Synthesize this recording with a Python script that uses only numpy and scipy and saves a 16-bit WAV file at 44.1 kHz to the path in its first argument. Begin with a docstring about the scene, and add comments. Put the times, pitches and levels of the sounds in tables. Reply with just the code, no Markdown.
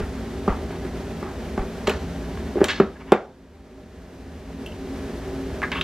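"""Kitchen counter: cheese is grated on a steel box grater, close to a small stereo recorder.
The grater rocks and knocks on the hollow counter (ringing modes, crack, rattle, thump), ticks (struck steel modes)
and scrapes (dense random slips ringing the steel). An appliance hums: shaped noise and a motor tone.
Kitchen echo is decaying noise. The loudest knocks overload the recorder, whose gain control ducks and creeps back."""
import sys
import numpy as np
from scipy import signal
from scipy.fft import rfft, irfft, next_fast_len
from scipy.io import wavfile
from scipy.ndimage import uniform_filter1d, minimum_filter1d

SR = 44100
rng = np.random.default_rng(int(sys.argv[2]) if len(sys.argv) > 2 else 0)


def pcm_store(signal):
    """Save signal as 16-bit PCM."""
    levels = np.round(np.clip(np.atleast_2d(signal), -1, 1) * 32767)
    wavfile.write(sys.argv[1], SR, levels.astype(np.int16).T)


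N = 257103


def amp(db):
    """Amplitude factor from dB."""
    return 10 ** (np.asarray(db) / 20)


def rms_one(x):
    """Scales to rms 1."""
    return x / np.sqrt(np.mean(x ** 2) + 1e-20)


def at_hz(points, hz):
    """Reads column 2 of a table on a log-frequency axis."""
    table_hz, value = np.transpose(points)
    return np.interp(np.log(hz), np.log(table_hz), value)


def band(x, low_hz, high_hz):
    """Butterworth band-pass."""
    return signal.sosfilt(signal.butter(2, [low_hz, high_hz], "band", fs=SR, output="sos"), x)


def narrow(x, low_hz, high_hz):
    """Band-pass with steep edges."""
    return band(band(x, low_hz, high_hz), low_hz, high_hz)


def bell(hz, centre_hz, octaves, order=2):
    """Weight in dB falling away from a centre pitch; a higher order has a flatter top."""
    distance = np.log2(hz / centre_hz) / octaves
    return np.maximum(-6 * distance ** order, -40)


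def drift(rate_hz):
    """Slow random wander of rms 1, low-passed near rate_hz."""
    step = 40   # samples per control point
    pole = np.exp(-2 * np.pi * rate_hz * step / SR)
    noise = rng.standard_normal(N // step + 2002)
    slow = signal.lfilter([1], [1, -2 * pole, pole ** 2], noise)[2000:]
    return np.interp(np.arange(N) / step, np.arange(len(slow)), rms_one(slow))


def clicks(times_s, gains):
    """Impulse train."""
    out = np.zeros(N)
    out[np.round(np.asarray(times_s) * SR).astype(int)] = gains
    return out


def ring(drive, hz, t60_s):
    """Two-pole resonator: a unit click sets a sine of height 1 ringing."""
    r = amp(-60 / (t60_s * SR))
    w = 2 * np.pi * hz / SR
    return signal.lfilter([0, np.sin(w)], [1, -2 * r * np.cos(w), r * r], drive + 1e-18)


def fading(times_s, db, t60_s):
    """Envelope that jumps at each blow and dies exponentially."""
    return signal.lfilter([1], [1, -amp(-60 / (t60_s * SR))], clicks(times_s, amp(db)) + 1e-18)


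def grit(per_s, spread_db):
    """Random clicks of either sign and uneven size, rms 1."""
    marks = (rng.random(N) < per_s / SR) * rng.choice([-1, 1], N)
    size_db = spread_db * np.minimum(rng.exponential(1, N), 4)
    return rms_one(marks * amp(size_db))


def two_sides(mid, side):
    """Left and right from a shared and an unshared part."""
    return mid + side * [[1], [-1]]


DETUNE = .008   # rms share by which pressure and place shift the modes from blow to blow


def strike(modes, blows, grip_t60_s, scatter_db, in_step_hz):
    """Place of a blow picks the modes, grip damps them; low modes start together, higher neighbours opposite."""
    hz, mode_db, t60_s = np.transpose(modes)[:, :, None]
    luck = rng.standard_normal((len(blows), 2, len(modes), 1))
    sign = np.where(hz < in_step_hz, 1, (-1) ** np.arange(len(modes))[:, None])
    t = np.arange(SR // 3) / SR
    out = np.zeros(N + SR)
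    for (start_s, db, centre_hz, octaves, *_), grip_s, (chance, shift) in zip(blows, grip_t60_s, luck):
        start_db = db + mode_db + bell(hz, centre_hz, octaves) + scatter_db * chance
        level_db = start_db - 60 * t * (1 / t60_s + 1 / grip_s)
        tones = sign * amp(level_db) * np.sin(2 * np.pi * hz * (1 + DETUNE * shift) * t)
        out[round(start_s * SR):][:len(t)] += np.sum(tones, axis=0)
    return out[:N]


# broad appliance spectrum, shape only: pitch_hz, density_db
HUM = [(15, -12), (25, -15), (59, 0), (122, -8.5), (267, -6.5), (306, -17.5), (411, -7), (539, -14),
       (616, -14), (1210, -22.5), (1710, -22.5), (2240, -26.5), (5920, -35.5), (14000, -51.5), (15600, -62)]
# narrow hum bands, before patchiness: pitch_hz, width_hz, rms_db
HUM_BANDS = [(74.5, 9.1, -40.5), (97.6, 25, -45.5), (170.4, 12.4, -43), (224.4, 11, -41), (268.3, 14, -39),
             (342.7, 34, -45.5), (363, 1.6, -55.5), (382.6, 13, -42), (412.5, 12, -48), (489, 14, -54),
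             (607.6, 40, -48.5), (656, 9.7, -57), (785, 17, -55)]
# unshared part of hum and echo: pitch_hz, side_minus_mid_db
APART = [(60, -49), (150, -26.5), (380, -21.5), (950, -12.5), (2380, -12.5), (5980, -5.5), (15000, 5)]
HUM_RMS_DB, HUM_PATCHY_DB = -35, 0.59   # broad part before patchiness; rms wander of level


def hum():
    """Appliance: broad noise plus narrow noise bands, slightly patchy, only partly shared by the two sides."""
    size = next_fast_len(N)
    hz = np.maximum(np.arange(size // 2 + 1) * SR / size, 1)
    broad = amp(at_hz(HUM, hz))
    broad = broad / np.sqrt(np.mean(broad ** 2)) * amp(HUM_RMS_DB)
    power = broad ** 2
    for centre_hz, width_hz, rms_db in HUM_BANDS:
        shape = 1 / (1 + (2 * (hz - centre_hz) / width_hz) ** 2) ** 2
        power = power + shape / np.mean(shape) * amp(rms_db) ** 2
    spectra = rfft(rng.standard_normal((2, size))) * np.sqrt(power)
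    mid, side = irfft(spectra * [np.ones(len(hz)), amp(at_hz(APART, hz))], size)[:, :N]
    return two_sides(mid, side) * amp(HUM_PATCHY_DB * drift(21.0))


MOTOR_HZ, MOTOR_RMS_DB, MOTOR_WAVER_DB = 58.15, -40, 1


def motor():
    """Appliance motor: a sine of fixed pitch, wavering in level."""
    turning = np.sin(2 * np.pi * (MOTOR_HZ * np.arange(N) / SR + rng.random()))
    return np.sqrt(2) * amp(MOTOR_RMS_DB + MOTOR_WAVER_DB * drift(9.6)) * turning


# kitchen echo: pitch_hz, t60_s
KITCHEN = [(150, 0.18), (400, 0.3), (1000, 0.46), (2500, 0.11), (6000, 0.52), (12000, 0.091)]
KITCHEN_DB = -11   # echo energy against the dry sound


def kitchen(x):
    """Dense echo: octave bands of noise, each dying at its own rate, nearly alike at the two close ports."""
    t = np.arange(SR // 2) / SR
    tail = 0
    for low_hz in 220 * 2. ** np.arange(7):
        noise = band(rng.standard_normal((2, len(t))), low_hz, min(2 * low_hz, .45 * SR))
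        onset = np.clip(t / 0.016, 0, 1)
        fade = amp(-60 * t / at_hz(KITCHEN, 1.61 * low_hz)) * onset
        tail = tail + noise * fade * [[1], [amp(at_hz(APART, low_hz))]]
    tail = two_sides(*tail) / np.sqrt(np.sum(tail[0] ** 2))
    return signal.fftconvolve(x[None], tail, axes=1)[:, :N]


# knocks on the counter: start_s, level_db, centre_hz, spread_octaves, grip_t60_s (weight left on it), crack_db
KNOCKS = [(.002, -21, 295, 0.95, 0.27, -29), (.478, -12.5, 258, 3.2, 0.079, -35),
          (0.483, -24.5, 300, 2, 0.068, -44), (0.502, -20, 980, 0.99, .3, -55),
          (0.706, -32, 905, 1.7, .3, -45), (0.849, -20.5, 380, 0.3, 0.074, -42),
          (1.227, -23.5, 925, 2, .1, -37), (1.577, -16.5, 344, 2.1, 0.11, -36),
          (1.590, -23, 900, 0.51, .3, -54), (1.878, -10, 403, 0.85, 0.16, -64),
          (1.896, -13.5, 410, 0.83, 0.36, -25), (2.556, -16, 395, .5, 0.21, -67),
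          (2.570, -7.5, 373, 0.25, .1, -62), (2.58, -12, 453, 0.68, .06, -60),
          (2.605, -14.5, 393, 0.7, 0.068, -36), (2.615, -3.5, 398, 0.65, 0.065, -46),
          (2.630, -4, 607, 0.17, 0.12, -62), (2.800, 3.5, 350, 0.84, 0.086, -27),
          (2.813, -5.5, 346, 0.86, 0.12, -59), (2.829, -12.5, 260, 0.62, .2, -64),
          (3.121, 11.5, 457, 0.87, 0.1, -10.5), (3.139, -10, 191, .4, 0.45, -59),
          (3.150, -4.5, 660, 0.72, 0.45, -48), (3.192, -16, 390, 0.35, .1, -54)]
# hollow counter modes: pitch_hz, level_db, t60_s
COUNTER = [(183, -2, 0.14), (200.6, 4.5, 0.15), (240, -14.5, 0.11), (336, -3.5, 0.013), (374.4, 0.5, 0.075),
           (446, -1.5, 0.053), (496, -7, 0.047), (608, -6, 0.045), (755, -1, 0.027), (880, -10.5, 0.063),
           (970, -18, 0.016), (1184, -0.5, 0.039), (1395, -6, 0.039), (1520, -8.5, 0.036)]
# push of the arm landing on the counter: start_s, level_db
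THUMPS = [(.010, -15), (0.498, -9.5), (1.592, -9.5)]
THUMP_HZ, THUMP_T60_S = 46.4, 0.064
CONTACT_HZ = 1700   # upper edge of the soft contact
RATTLE_LOW_HZ, RATTLE_HIGH_HZ, RATTLE_T60_S = 348, 2170, 0.22
RATTLE_DB, RATTLE_HARDNESS = -9, 0.49   # against the knock; share by which a sharper crack shakes more loose


def knocks():
    """Counter modes under a soft contact, a noise crack, things rattling on the counter, deep thumps."""
    start_s, db, *_, grip_t60_s, crack_db = np.transpose(KNOCKS)
    modes = strike(COUNTER, KNOCKS, grip_t60_s, scatter_db=2.5, in_step_hz=430)
    body = band(band(modes, 185, 1960), 191, CONTACT_HZ)
    crack = band(fading(start_s, crack_db, 0.019) * rng.standard_normal(N), 820, 5900)
    rattle_db = db + RATTLE_DB + RATTLE_HARDNESS * (crack_db - db)
    shaking = fading(start_s, rattle_db, RATTLE_T60_S)
    rattle = shaking * rms_one(narrow(grit(3000, 2.4), RATTLE_LOW_HZ, RATTLE_HIGH_HZ))
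    push_s, push_db = np.transpose(THUMPS)
    thump = band(ring(clicks(push_s, -amp(push_db)), THUMP_HZ, THUMP_T60_S), 11.0, 340)
    return body + crack + rattle + thump


# ticks on the steel, also where a hard knock jars it:
# start_s, level_db, centre_hz, spread_octaves, grip_t60_s, crack_db
TICKS = [(1.872, -15, 2350, 1.2, 0.026, -40), (1.876, -16, 2600, 2.0, 0.013, -40),
         (1.884, -16, 1740, .3, .06, -60), (1.895, -7.5, 2600, 0.15, 0.031, -31),
         (1.915, -21, 1700, 0.18, 0.071, -60), (2.373, -20, 1630, 0.54, 0.014, -55),
         (2.642, -6, 2800, 2.3, 0.0084, -22.5), (2.648, -14, 2000, 1.5, 0.0083, -45),
         (2.684, -13.5, 3000, 1.3, 0.014, -35), (2.713, -21, 2500, 0.67, 0.009, -40),
         (2.724, -17, 2010, 0.62, .012, -47), (2.732, -17, 2000, 0.93, 0.022, -50),
         (2.800, -5.5, 1490, 0.75, 0.023, -47), (3.120, 5.5, 2010, 0.58, 0.0097, -25),
         (4.662, -20, 2840, 0.2, 0.05, -37), (4.673, -24, 2930, 0.18, 0.067, -55),
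         (4.689, -31, 2810, 0.22, 0.05, -60), (4.72, -26.5, 2820, 0.14, 0.057, -64),
         (5.619, -11, 1870, 0.33, .015, -50), (5.627, -15.5, 900, 0.34, 0.024, -56),
         (5.636, -22, 1710, 0.33, 0.036, -48), (5.717, -11.5, 2520, 1, 0.012, -44),
         (5.736, -24, 1700, 0.33, 0.055, -60), (5.757, -20, 1300, 0.32, 0.07, -60),
         (5.770, -26, 2820, 0.23, .06, -46), (5.812, -8, 2480, 0.53, 0.019, -38)]
# steel grater modes, damped by hand and cheese; also rung by scrapes(): pitch_hz, level_db, t60_s
GRATER = [(805, 2, 0.046), (914, 0.5, 0.071), (1095, -6, 0.33), (1240, -7, 0.12), (1462, -11, 0.096),
          (1540, -13, .03), (1660, -7, 0.13), (1750, -9, .09), (1880, -11.5, 0.027), (2050, -9, 0.038),
          (2150, -11.5, 0.034), (2267, -9.5, 0.12), (2350, -14.5, 0.022), (2520, -15, 0.035),
          (2702, -9, 0.1), (2955, -11, 0.18), (3167, -9.5, 0.091), (3330, -15, 0.093), (3430, -10.5, 0.046),
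          (3753, -10.5, 0.07), (4170, -11, 0.026), (4270, -18, .05), (4400, -12.5, 0.059),
          (5030, -14.5, 0.051), (5680, -12.5, 0.071), (6000, -18, 0.016), (6500, -16.5, .03),
          (6650, -11, 0.013), (7480, -7.5, 0.0078), (9000, -12, .004), (10400, -23, 0.0023),
          (12500, -18, 0.0027), (14500, -15, .003)]
CRACK_T60_S, CRACK_LOW_HZ = 0.037, 2000


def ticks():
    """A nail or an edge taps the steel: modes and a sharp noise crack."""
    start_s, *_, grip_t60_s, crack_db = np.transpose(TICKS)
    crack = band(fading(start_s, crack_db, CRACK_T60_S) * rng.standard_normal(N), CRACK_LOW_HZ, 15000)
    modes = strike(GRATER, TICKS, grip_t60_s, scatter_db=3.5, in_step_hz=100)
    return band(modes, 630, 21000) + crack


# strokes of rubbing on the steel: start_s, swell_s, hold_s, level_db, centre_hz, spread_octaves
SCRAPES = [(0.49, .005, 0.03, -40, 1150, 0.55), (0.692, .015, 0.06, -50.5, 1400, 1.8),
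           (1.24, 0.014, 0.041, -46, 1050, 0.74), (1.867, 0.0024, 0.033, -37.5, 1900, 2.4),
           (2.638, 0.0032, 0.002, -28.5, 2530, 2.7), (2.681, 0.0047, 0.023, -21.5, 2680, 1.21),
           (2.742, 0.0083, 0.036, -38, 2440, 1.26), (2.946, 0.012, 0.0053, -40.5, 1590, 0.65),
           (2.986, 0.021, 0.0068, -36, 1690, 0.82), (3.057, 0.018, 0.057, -42, 1567, 1.1),
           (5.621, 0.011, 0.0033, -20.5, 1650, 0.42), (5.716, 0.001, 0.0057, -28, 2020, 1.04),
           (5.731, 0.021, 0.035, -33, 1890, 0.89), (5.808, 0.0022, .003, -33.5, 2520, 1.3)]
SWELL_DB = 21   # rise to full pressure
LIFT_DB_PER_S, SAG_OCTAVES_PER_S = 619, 2.5   # fade and dulling as the hand lets go


def strokes():
    """Each stroke swells, holds and fades; the strongest at a moment sets level, centre and spread."""
    start_s, swell_s, hold_s, db, centre_hz, octaves = np.transpose(SCRAPES)[:, :, None]
    since_s = np.arange(N) / SR - start_s
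    lifting_s = np.maximum(since_s - swell_s - hold_s, 0)
    missing = np.clip(1 - since_s / swell_s, 0, 1)
    level_db = db - SWELL_DB * missing - LIFT_DB_PER_S * lifting_s
    level_db[since_s < 0] = -np.inf
    lead, now = np.argmax(level_db, axis=0), np.arange(N)
    sag = 2 ** -np.minimum(SAG_OCTAVES_PER_S * lifting_s[lead, now], 1)
    return level_db[lead, now], centre_hz[lead, 0] * sag, octaves[lead, 0]


SLIPS_PER_S, SLIP_SPREAD_DB = 2000, 4.3
SLIP_COUPLING_DB = -16   # a slip stirs the steel far less than a tap
PRESSED_T60_S = 0.046   # cheese pressed on the steel shortens the ring


def scrapes():
    """Dense uneven slips over the teeth ring the grater modes, weighted by the stroke."""
    slips = grit(SLIPS_PER_S, SLIP_SPREAD_DB) * amp(1.77 * drift(93))   # strength comes in clumps
    db, centre_hz, octaves = strokes()
    rub = np.zeros(N)
    for k, (hz, mode_db, t60_s) in enumerate(GRATER):
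        weight = amp(db + mode_db + bell(hz, centre_hz, octaves, order=4))
        drive = np.roll(slips, 997 * k) * weight   # each mode takes the slips at another offset
        rub += ring(drive, hz, 1 / (1 / t60_s + 1 / PRESSED_T60_S))
    return amp(SLIP_COUPLING_DB) * band(rub, 500, 12000)


def scene():
    """Knocks, ticks and scrapes in the room, over the hum."""
    work = knocks() + ticks() + scrapes()
    return work + amp(KITCHEN_DB) * kitchen(work) + hum() + motor()


LAG_S = 1 / 44100   # left port later
# left port hears a little less in the low middle
LEFT_DIP_LOW_HZ, LEFT_DIP_HIGH_HZ, LEFT_DIP_SHARE = 270, 1160, 0.057
DUCK_FROM_DB, HOLD_S, RECOVER_DB_PER_S, ATTACK_S = -11, 0.15, 10, 0.044
LOW_CUT_HZ, STOP_HZ = 21.6, 16050   # STOP_HZ: 50 dB down from here up


def record(dry):
    """Two ports a little apart, gain control with hold and slow recovery, overload, low cut, cut-off."""
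    dip = LEFT_DIP_SHARE * band(dry[0], LEFT_DIP_LOW_HZ, LEFT_DIP_HIGH_HZ)
    ports = np.stack([np.roll(dry[0] - dip, round(LAG_S * SR)), dry[1]])
    level = np.sqrt(uniform_filter1d(np.mean(ports ** 2, axis=0), size=300) + 1e-12)
    over_db = np.maximum(20 * np.log10(level) - DUCK_FROM_DB, 0)
    hold = 2 * int(HOLD_S * SR / 2) + 1
    # deepest duck of the last HOLD_S
    held_db = -minimum_filter1d(-over_db, hold, origin=hold // 2, mode="constant")
    recovered_db = RECOVER_DB_PER_S * np.arange(N) / SR
    duck_db = np.maximum.accumulate(held_db + recovered_db) - recovered_db
    keep = np.exp(-1 / (ATTACK_S * SR))
    gained = ports * amp(-signal.lfilter([1 - keep], [1, -keep], duck_db))
    low_cut = signal.butter(2, LOW_CUT_HZ, "high", fs=SR, output="sos")
    clipped = signal.sosfilt(low_cut, np.clip(gained, -1, 1))
    cut_off = signal.cheby2(12, 50, STOP_HZ, fs=SR, output="sos")
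    return signal.sosfilt(cut_off, np.clip(clipped, -1, 1))


dry = scene()
out = record(dry)
pcm_store(out)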